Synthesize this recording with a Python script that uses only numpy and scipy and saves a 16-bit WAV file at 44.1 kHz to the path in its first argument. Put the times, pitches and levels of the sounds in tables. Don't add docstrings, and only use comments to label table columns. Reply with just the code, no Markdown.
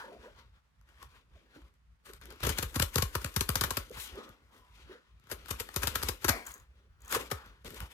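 import sys
import numpy as np
from scipy import signal
from scipy.fft import rfft, irfft, next_fast_len
from scipy.io import wavfile
from scipy.ndimage import uniform_filter1d, map_coordinates

SR = 44100
rng = np.random.default_rng(int(sys.argv[2]) if len(sys.argv) > 2 else 0)


def generate_wav(sig):
    pcm = np.round(np.clip(np.atleast_2d(sig).T, -1, 1) * 32767).astype(np.int16)
    wavfile.write(sys.argv[1], SR, pcm)


N = 349713

# start_s, level_db, flap_offset_db, thump_offset_db, swell_ms, length_ms
STRIP_JERKS = [(2.405, -44.5, 3, -13, 0.97, 4.7), (2.435, -26, -1.5, -6.5, 1.3, 7.2),
               (2.4491, -26.5, -5, -8.5, 1.7, 10.5), (2.4671, -21.5, -13, -9, 1.8, 9.9),
               (2.493, -20.5, -9.5, -10.5, 2.1, 10.2), (2.585, -19, -16.5, -18.5, 1.93, 6.7),
               (2.6276, -19, -19, -18, 1.8, 5.6), (2.745, -31.5, -10, -18, 1.9, 8.7),
               (2.7602, -20, -13.5, -11.5, 2.27, 5.8), (2.799, -13.5, -10.5, -18, 1.66, 2.8),
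               (2.8221, -17.5, -11.5, -13, 1.55, 7.3), (2.9434, -33.5, -12.5, -30, 2.4, 7.6),
               (2.9579, -14, -13.5, -16, 1.1, 3.9), (2.982, -15.5, -8.5, -15.5, 1.6, 4.5),
               (3.024, -16, -13, -15.5, 1.5, 4.4), (3.1525, -20, -4.5, -12.5, 0.7, 7),
               (3.217, -37.5, -9, -19, 1.2, 3.4), (3.246, -19, -15.5, -18.5, 1.15, 3.4),
               (3.3414, -42, -12.5, -22, 1.3, 14), (3.3628, -16, -12.5, -13.5, 0.77, 6.8),
               (3.4085, -14, -15, -23.5, 0.51, 4.6), (3.491, -17.5, -12.5, -15, 0.77, 3.6),
               (3.5558, -14, -11, -22.5, 0.51, 5.5), (3.611, -15.5, -4.5, -19.5, 0.49, 6.3),
               (3.6379, -19, -9, -16.5, 0.64, 6.7), (3.707, -18.5, -3.5, -24, 0.82, 6.3),
               (3.7707, -18.5, -9.5, -18.5, 1.05, 7), (5.2987, -48, -9, -13, 2.6, 7.6),
               (5.3151, -25, -12, -15, 1.8, 13.6), (5.459, -40.5, -3, -32, 0.67, 2.7),
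               (5.4834, -37, -7, -25, 0.44, 12), (5.506, -19, -13, -17.5, 0.93, 8.1),
               (5.6, -20, -17, -26, 1.4, 8.4), (5.69, -45.5, 8, -32, 1.4, 4.3),
               (5.743, -37.5, -17, -35, 2.1, 4.3), (5.7627, -16, -15.5, -19.5, .9, 5.9),
               (5.822, -34, -5, -26, 2.1, 14), (5.8325, -22, -5, -13.5, 1.6, 8.9),
               (5.8731, -19.5, -12.5, -19, 1.5, 6), (5.957, -18.5, -10.5, -23.5, 1.75, 8.1),
               (6.0281, -19.5, -10, -19.5, .8, 8.9), (6.087, -19.5, -9.5, -16, 1.4, 8.4),
               (6.233, -39, -8.5, -22, 3, 7.5), (6.2449, -17.5, -6, -17, .55, 8),
               (6.283, -16, -6, -16.5, 1.5, 15.4), (6.294, -13.5, -8, -17.5, 2, 5.4),
               (7.112, -30, -13, -31, 3.9, 9), (7.128, -27.5, -11, -23, 3.1, 8),
               (7.1474, -22.5, -4, -21, 2.6, 8), (7.165, -29, -5, -15, 3, 8.3),
               (7.3149, -23, -4, -11.5, 1.9, 7.9)]
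# start_s, level_db, flap_offset_db, thump_offset_db, panel_offset_db
BOARD_CREASES = [(.813, -65.5, -3, -12, -22), (0.89, -60, 2, -18, -20), (1.028, -44.5, 0.5, -24, -16),
                 (1.56, -60, 3, -6, 12.5), (1.618, -63, 11, -3, -8), (1.74, -60, -12, -21, -12),
                 (2.066, -49, -7, -24, -9), (2.09, -50, -14, -30, -25), (2.113, -49, -14, -30, -25),
                 (2.135, -35.5, -17, -32, -27), (2.165, -52, -14, -28, -25), (2.214, -46, -1, -23, -20),
                 (2.237, -48, -12, -28, -20), (2.256, -38, -19, -27, -22), (2.305, -37, -9, -28, -12),
                 (2.325, -46.5, -11, -28, -20), (2.36, -51.5, -12, -28, -22), (3.897, -47.5, -20, -25, -20),
                 (3.914, -42.5, -6, -22, 1), (3.972, -41, -8, -13, -21), (4.157, -49, -10, -18, -15),
                 (4.292, -48, -9, -11.5, -5), (5.198, -60.5, -6, -9, -20.5), (5.24, -59.5, -2, -7, -20),
                 (5.271, -53, 0, -13, -13.5), (5.539, -43.5, -2, -14.5, -17.5),
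                 (7.461, -46.5, -12.5, -17, -15), (7.647, -37.5, -10, -18.5, -3.5),
                 (7.679, -37, -5.5, -29, -11), (7.705, -36.5, -16, -19, -13), (7.745, -37, -15, -33, -20),
                 (7.762, -44, -17, -28, -23), (7.804, -32, -9, -22, -27)]
# time_s, pan_db
TEAR_PAN = [(.8, 7), (1.05, 16), (1.6, -2), (2.1, 5.5), (2.45, 7.5), (3.4, 7.5), (3.65, 7), (3.8, 5),
            (5.3, 7), (5.55, 6), (5.83, 9.5), (5.97, 6), (6.25, 7), (7.3, 6), (7.7, 4)]
# frequency_hz, gain_db
FIBRE_EQ = [(1180, -33.5), (2000, 0), (5140, 0), (5770, -3.5), (6470, 0), (7320, -3), (10100, -5),
            (11900, 3.5), (15200, -8.5), (16500, -43.5)]
# pitch_hz, width_hz, gain_db
FLAP_MODES = [(1018, 332, 5), (1113, 113, 11), (1417, 366, 5), (1954, 300, -3.5)]
# pitch_hz, width_hz, gain_db
PANEL_MODES = [(219.6, 41, -1), (299, 68, -1), (399.5, 94, 0), (549, 113, -3.5)]


def tear():
    snaps, flap, panel, thump = np.zeros((4, 2, N + SR))
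    clumps = np.pad(wobble(300), (0, SR))
    lead = SR // 30
    t = np.arange(-lead, SR // 7) / SR
    after = np.maximum(t, 0)
    crease_swell_ms, crease_length_ms, echo_ms = 0.79, 2.57, 0.25
    jerks = [(*row, -6.5 + 0.66 * row[3]) for row in STRIP_JERKS]
    creases = [(*row[:4], crease_swell_ms, crease_length_ms, row[4]) for row in BOARD_CREASES]
    for start_s, db, flap_db, thump_db, swell_ms, length_ms, panel_db in jerks + creases:
        onset = round(start_s * SR)
        at = slice(onset - lead, onset - lead + len(t))
        burst = swell(t, swell_ms, length_ms)
        crack = 1 + 0.42 / swell_ms * np.exp(-after / 0.0007) * (t >= 0)
        fray = amp(min(-30 + 8 * swell_ms, -8)) * np.exp((t - after) / 0.0091)
        tail = amp(-20 + 1.5 * min(swell_ms, 2.5) - 60 * after / 0.11)
        strays = np.where(t > 0, tail, fray) * amp(4.5 * clumps[at])
        fibres = crackle((2, len(t)), spike_db=1.7) * amp(1.6 * clumps[at])
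        delay = 1 + int(rng.uniform() * echo_ms * SR / 1000)
        fibres = unit(fibres + 0.15 * np.roll(fibres, delay, axis=1))
        pan = amp((curve(TEAR_PAN, start_s) - 12) / 2 * np.array([[1], [-1]]))
        snaps[:, at] += amp(db - 11) * (burst * crack + strays) * fibres * pan
        flap[:, at] += (amp(db + flap_db - 5.5) * burst * crack + amp(db - 8.5) * strays) * fibres * pan
        knock = amp(db + flap_db + 10.5) / max(swell_ms - 1.2, 1)
        flap[:, onset + SR // 2000] += knock * pan[:, 0]
        panel[:, at] += amp(db + panel_db + 0.5) * burst * fibres
        pulse = burst ** 5 * (1.1 + np.abs(fibres[0]))
        low_end = signal.fftconvolve(pulse / pulse.sum(), falling_thump(t + lead / SR, start_s))
        thump[0, at] += amp(db + thump_db + 7.5) * low_end[:len(t)]
    bright = filtered(snaps[:, :N], colour(FIBRE_EQ))
    body = filtered(flap[:, :N], modes(FLAP_MODES)) + filtered(panel[:, :N], modes(PANEL_MODES))
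    return (stereo(*bright, shade=0.76, alike=0.3, lag_s=0.00011)
            + stereo(*(body + flap_shiver()), shade=0.6, alike=0.59, lag_s=0.00016)
            + stereo(thump[0, :N], 0, shade=0.3, alike=0.85, lag_s=0.00026))


# time_s, pitch_ratio
THUMP_TUNING = [(2.4, 0.99), (3.0, 1.025), (3.8, 1), (5.3, 0.96), (6.3, .96), (7.1, 1.3), (7.9, 1.2)]


def falling_thump(t, start_s):
    cycles = curve(THUMP_TUNING, start_s) * np.sqrt(t / 0.00166)
    envelope = (1 - np.exp(-t / 0.0011)) * np.exp(-(t / 0.035) ** 1.22)
    return envelope * np.cos(2 * np.pi * cycles)


# pitch_hz, width_hz, gain_db
SHIVER_MODES = [(560, 60, -17.5), (680, 71, 5), (960, 130, -8), (1960, 600, -1.5), (2400, 280, -0.5),
                (4300, 400, -12.5)]


def flap_shiver(start_s=6.297, level_db=-36, t60_s=0.41):
    since = np.arange(N) / SR - start_s
    envelope = (since > 0) * amp(level_db - 60 * np.abs(since) / t60_s)
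    return envelope * stereo_noise(modes(SHIVER_MODES))


# start_s, level_db, pitch_hz, length_ms
PANEL_CREAKS = [(.04, -50, 523, 70), (.119, -49, 597, 41), (.25, -51, 556, 48), (1.352, -60.5, 567, 24),
                (1.559, -53.5, 278, 37), (2.084, -49.5, 389, 22), (2.28, -50.5, 407, 26),
                (2.322, -57, 427, 22), (3.904, -41.5, 422, 14), (4.169, -44.5, 431, 35),
                (4.894, -42.5, 397, 47), (5.605, -40, 477, 19), (7.125, -30, 470, 12),
                (7.161, -29.5, 445, 13.7)]
# start_s, level_db, pitch_hz, length_ms
GLOVE_SQUEAKS = [(.02, -53, 922, 79), (.235, -57, 975, 38), (.37, -63, 943, 52), (4.16, -58, 3400, 65),
                 (4.17, -55, 1247, 90), (4.575, -64, 1000, 165)]


def creaks_and_squeaks():
    tones, waver, grain = np.zeros(N), wobble(70), wobble(130)
    t = np.arange(SR // 3) / SR
    for events, swell_ms, waver_depth in (PANEL_CREAKS, 3.6, 0.083), (GLOVE_SQUEAKS, 12, 0.026):
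        for start_s, db, pitch_hz, length_ms in events:
            onset = round(start_s * SR)
            at = slice(onset, onset + len(t))
            envelope = swell(t - swell_ms / 1000, swell_ms, length_ms)
            cycles = np.cumsum(pitch_hz * (1 + waver_depth * waver[at])) / SR
            tones[at] += amp(db - 4.5) * envelope * (1 + 0.9 * grain[at]) * np.sin(2 * np.pi * cycles)
    return tones


# start_s, level_db
THREAD_SNAPS = [(6.4532, -48), (6.4657, -32.5), (6.4699, -31), (6.4894, -42), (6.5177, -37.5),
                (6.5401, -36), (6.5469, -42.5), (6.5792, -50), (6.5989, -51), (7.006, -57), (7.0192, -48),
                (7.0483, -47.5), (7.0582, -48.5), (7.08, -39), (7.0946, -37), (7.1161, -29.5),
                (7.124, -23.5), (7.1487, -27)]
# pitch_hz, width_hz, gain_db
TAPE_MODES = [(6680, 620, 7), (12200, 19000, -5.5)]


def glue_threads():
    ticks = np.zeros((2, N))
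    lead = SR // 100
    t = np.arange(-lead, SR // 20) / SR
    envelope = swell(t, swell_ms=0.83, length_ms=3.1)
    for start_s, db in THREAD_SNAPS:
        first = round(start_s * SR) - lead
        ticks[:, first:first + len(t)] += amp(db - 7) * envelope * rng.standard_normal((2, len(t)))
    return filtered(ticks, modes(TAPE_MODES))


# time_s, level_db
PULL_CURVES = [
    [(2.43, -40.5), (2.55, -52), (2.8, -61), (3.27, -55.5), (3.37, -64), (3.58, -51.5), (3.67, -50),
     (3.83, -58.5), (3.9, -64)],
    [(5.3, -64), (5.49, -61), (5.61, -56), (5.72, -63.5), (5.82, -50), (5.93, -53.5), (6.08, -47),
     (6.19, -64), (6.27, -54.5)],
]


def strain_power():
    t = np.arange(N) / SR
    return sum(amp(curve(pull, t, left=-200, right=-200)) ** 2 for pull in PULL_CURVES)


# peak_s, rise_ms_per_10db, fall_ms_per_10db, hiss_db, rasp_db, groan_db
GLOVE_STROKES = [(.005, 50, 52, -63, -48.5, -64), (.055, 40, 58, -62, -57, -54.5),
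                 (.13, 60, 69, -67.5, -61, -54.5), (0.259, 67, 48, -62, -56.5, -54.5),
                 (.325, 40, 40, -72, -75, -72), (.39, 34, 57, -62, -60.5, -65.5),
                 (.575, 60, 25, -75, -69.5, -79), (.9, 38, 80, -72, -68.5, -75.5),
                 (1.03, 51, 41, -61.5, -56.5, -67.5), (1.16, 55, 47, -64.5, -63.5, -70),
                 (1.36, 52, 148, -71, -70, -68), (1.57, 67, 58, -67, -60.5, -66),
                 (1.66, 50, 42, -74.5, -72, -72), (2.058, 6, 97, -65, -59, -78),
                 (2.1, 23, 28, -61.5, -56.5, -60), (2.14, 12, 35, -61, -61, -68),
                 (2.22, 2, 40, -57, -57, -58), (2.27, 36, 30, -62, -67, -58.5),
                 (2.31, 16, 73, -59, -54.5, -55.5), (2.42, 36, 60, -53, -64, -70),
                 (3.95, 17, 74, -49, -64, -68), (3.975, 35, 32, -54, -48, -57),
                 (4.015, 48, 39, -49.5, -60, -65), (4.074, 50, 49, -48.5, -53, -59),
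                 (4.194, 62, 69, -55.5, -50, -49.5), (4.28, 40, 59, -65.5, -60, -61),
                 (4.42, 62, 80, -77.5, -74.5, -72), (4.565, 81, 56, -64.5, -60.5, -65),
                 (4.67, 60, 62, -75.5, -67.5, -82), (4.792, 57, 90, -60, -62.5, -72),
                 (4.922, 46, 54, -60, -53, -58), (5.08, 80.5, 120, -75, -71.5, -79.5),
                 (5.29, 60, 30, -68, -67, -71.5), (6.36, 44, 58, -55, -44, -47),
                 (6.473, 18, 60, -52, -48, -62), (6.56, 41, 65, -72, -62.5, -70),
                 (6.8, 201.5, 149, -76.5, -72.5, -75), (7.06, 71.5, 30, -70, -66, -75),
                 (7.131, 17.5, 38, -39.5, -43, -46.5), (7.16, 31.5, 18, -36.5, -32, -45),
                 (7.2, 21, 74, -50, -47, -49), (7.378, 79, 140, -60.5, -55.5, -61.5),
                 (7.48, 40, 54, -69, -66, -78), (7.649, 3.5, 105, -51.5, -54, -53),
                 (7.74, 30, 21, -67, -63, -52), (7.767, 15, 40, -50, -49.5, -68),
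                 (7.826, 40, 53, -54.5, -52, -60), (7.92, 40, 50, -60.5, -61, -72)]
# frequency_hz, gain_db
GLOVE_EQ = [(1180, -27), (2000, 1.5), (3400, 1), (4710, -5), (6360, -7.5), (7260, -9), (13500, -9),
            (16100, -28), (16500, -36.5)]
# time_s, gain_db
HISS_TREBLE = [(0, -10), (.4, -17), (1.03, -7), (1.4, -15), (2.05, 0), (2.3, -15), (2.7, 1), (3.5, -1.5),
               (3.93, -7), (4.03, 5), (4.1, -6.5), (4.2, -13.5), (4.6, -4), (5.05, -24), (5.6, -2.5),
               (6.3, -3.5), (6.52, 4.5), (6.9, -21), (7.1, 1), (7.55, -15), (7.7, -3.5)]


def glove_rub():
    peak_s, rise_ms, fall_ms, *levels_db = np.transpose(GLOVE_STROKES)
    strain = strain_power()
    hiss, rasp, groan = (np.sqrt(swell_power(peak_s, rise_ms, fall_ms, db) + strain * amp(send_db) ** 2)
                         for db, send_db in zip(levels_db, (0, -3.5, -4)))
    slip = wobble(45)
    grit = crackle((2, 2, N), spike_db=1.4)
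    friction = filtered(patchy(grit[0], depth_db=1.8), colour(GLOVE_EQ))
    treble = filtered(friction, lambda hz: 1 / (1 + (6500 / (hz + 1)) ** 6))
    treble_gain = amp(curve(HISS_TREBLE, np.arange(N) / SR) + 4.5)
    hiss = hiss * amp(2.4 * slip + 1.1 * wobble(160)) * (friction + (treble_gain - 1) * treble)
    flap_ring = filtered(patchy(grit[1], depth_db=3), modes(FLAP_MODES))
    rasp = rasp * amp(0.5 * slip + 0.5 * wobble(27)) * flap_ring
    groan = groan * amp(2.5 * wobble(25)) * stereo_noise(modes(PANEL_MODES))
    return (stereo(*hiss, shade=0.54, alike=0.21, lag_s=0.00014)
            + stereo(*(groan + rasp), shade=0.09, alike=0.65, lag_s=0.00018))


# peak_s, level_db
TABLE_BUMPS = [(.2, -51), (.32, -54), (.38, -55), (.5, -67), (.99, -56), (1.06, -54), (1.17, -55),
               (1.36, -51), (1.64, -53), (2.26, -58), (2.656, -35.5), (3.655, -40), (3.972, -46.5),
               (4.14, -49), (4.31, -58), (4.45, -56), (4.61, -56), (4.71, -59), (4.86, -51.5), (5.15, -56),
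               (6.51, -53), (6.62, -53.5), (6.71, -57), (6.79, -54.5), (6.88, -54), (7.05, -53.5),
               (7.16, -44), (7.684, -47.5), (7.828, -38.5)]
# frequency_hz, gain_db
TABLE_EQ = [(15, -38.5), (25, -22.5), (59, -1), (73, -12), (87, -14), (200, -29.5), (260, -81), (440, -120)]


def table_rumble():
    peak_s, db = np.transpose(TABLE_BUMPS)
    bumps = swell_power(peak_s, rise_ms=26, fall_ms=24, db=db)
    bed = amp(-66.5 + 5 * wobble(12))
    envelope = np.sqrt(bumps + strain_power() * amp(2) ** 2 + bed ** 2)
    rumble = envelope * stereo_noise(colour(TABLE_EQ))
    return stereo(*rumble, shade=0, alike=0.9, lag_s=0.00015)


# frequency_hz, t60_s
ROOM_DECAY = [(200, 0.2), (1200, 0.22), (4000, 0.15), (12000, 0.17)]


def room_reverb(x):
    hz, t, spectrum = signal.stft(rng.standard_normal((2, SR // 2)), SR, nperseg=256)
    decay = amp(-60 * t / along(ROOM_DECAY, hz)[:, None])
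    tail = signal.istft(spectrum * (hz > 250)[:, None] * decay, SR, nperseg=256)[1]
    predelayed = np.pad(x, ((0, 0), (300, 0)))
    return signal.fftconvolve(predelayed, tail / np.linalg.norm(tail[0]), axes=1)[:, :N]


# frequency_hz, gain_db
ROOM_EQ = [(88, -37.5), (150, -1), (336, -19.5), (847, -17), (1090, -14), (1900, -17.5), (3100, -22.5),
           (5820, -28.5), (14400, -38), (16500, -49)]


def room_tone():
    return amp(-76.5 + 1.2 * wobble(54)) * stereo_noise(colour(ROOM_EQ))


# frequency_hz, left_over_right_db
FAR_SIDE_SHADOW = [(60, -1), (180, 0), (550, 5), (1650, 14.5), (4970, 14.5), (15000, 15.5)]


def stereo(direct, indirect, shade, alike, lag_s):
    right = np.sqrt(alike) * direct + np.sqrt(1 - alike) * indirect
    side = np.array([[1], [-1]])
    return filtered(np.array([direct, right]), lambda hz:
                    amp(side * shade * along(FAR_SIDE_SHADOW, hz) / 2)
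                    * np.exp(side * 1j * np.pi * hz * lag_s))


def amp(db):
    return 10 ** (np.asarray(db) / 20)


def unit(x):
    return x / np.sqrt(np.mean(x ** 2) + 1e-20)


def curve(points, t, **ends):
    return np.interp(t, *np.transpose(points), **ends)


def along(points, hz):
    knots_hz, values = np.transpose(points)
    return np.interp(np.log(hz + 1), np.log(knots_hz + 1), values)


def swell(t, swell_ms, length_ms):
    return np.exp(1000 * np.minimum(t, 0) / swell_ms - (1000 * np.maximum(t, 0) / length_ms) ** 2)


def swell_power(peak_s, rise_ms, fall_ms, db):
    peak_s, rise_ms, fall_ms, db = (np.reshape(v, (-1, 1)) for v in (peak_s, rise_ms, fall_ms, db))
    grid_ms = np.arange(0, N, 32) / SR * 1000
    late_ms = grid_ms - 1000 * peak_s
    drop_db = 10 * np.where(late_ms < 0, -late_ms / rise_ms, late_ms / fall_ms)
    return np.interp(np.arange(N) / SR * 1000, grid_ms, np.sum(amp(db - drop_db) ** 2, 0))


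def wobble(rate):
    return map_coordinates(rng.standard_normal(int(N * rate / SR) + 4), [np.arange(N) * rate / SR])


def crackle(size, spike_db):
    return unit(rng.standard_normal(size) * amp(spike_db * rng.exponential(size=size)))


def patchy(x, depth_db):
    spectrum = signal.stft(x, nperseg=512)[2]
    patches = uniform_filter1d(rng.standard_normal(spectrum.shape[1:]), size=4, axis=0)
    patches = unit(uniform_filter1d(patches, size=16, axis=1))
    return unit(signal.istft(spectrum * amp(depth_db * patches), nperseg=512)[1][:, :N])


def stereo_noise(response):
    return filtered(rng.standard_normal((2, N)), response)


def filtered(x, response):
    size = next_fast_len(N + SR // 2)
    return irfft(rfft(x, size) * response(np.fft.rfftfreq(size, 1 / SR)), size)[..., :N]


def keep_power(response):
    return lambda hz: response(hz) / np.sqrt(np.mean(np.abs(response(hz)) ** 2))


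def colour(eq):
    return keep_power(lambda hz: amp(along(eq, hz)))


def modes(table):
    return keep_power(lambda hz: sum(
        (-1) ** k * amp(db) * 1j * hz * width / (pitch ** 2 - hz ** 2 + 1j * hz * width)
        for k, (pitch, width, db) in enumerate(table)))


def scene():
    near = tear()
    details = creaks_and_squeaks() + glue_threads()
    near += stereo(*details, shade=0.25, alike=0.87, lag_s=0.00016)
    return near + amp(-10) * room_reverb(near) + glove_rub() + table_rumble() + room_tone()


def record(dry):
    low_cut_hz, top_hz = 40, 16700
    return filtered(dry, lambda hz: (hz < top_hz) / np.sqrt(1 + (low_cut_hz / (hz + 1)) ** 9))


dry = scene()
out = record(dry)
generate_wav(out)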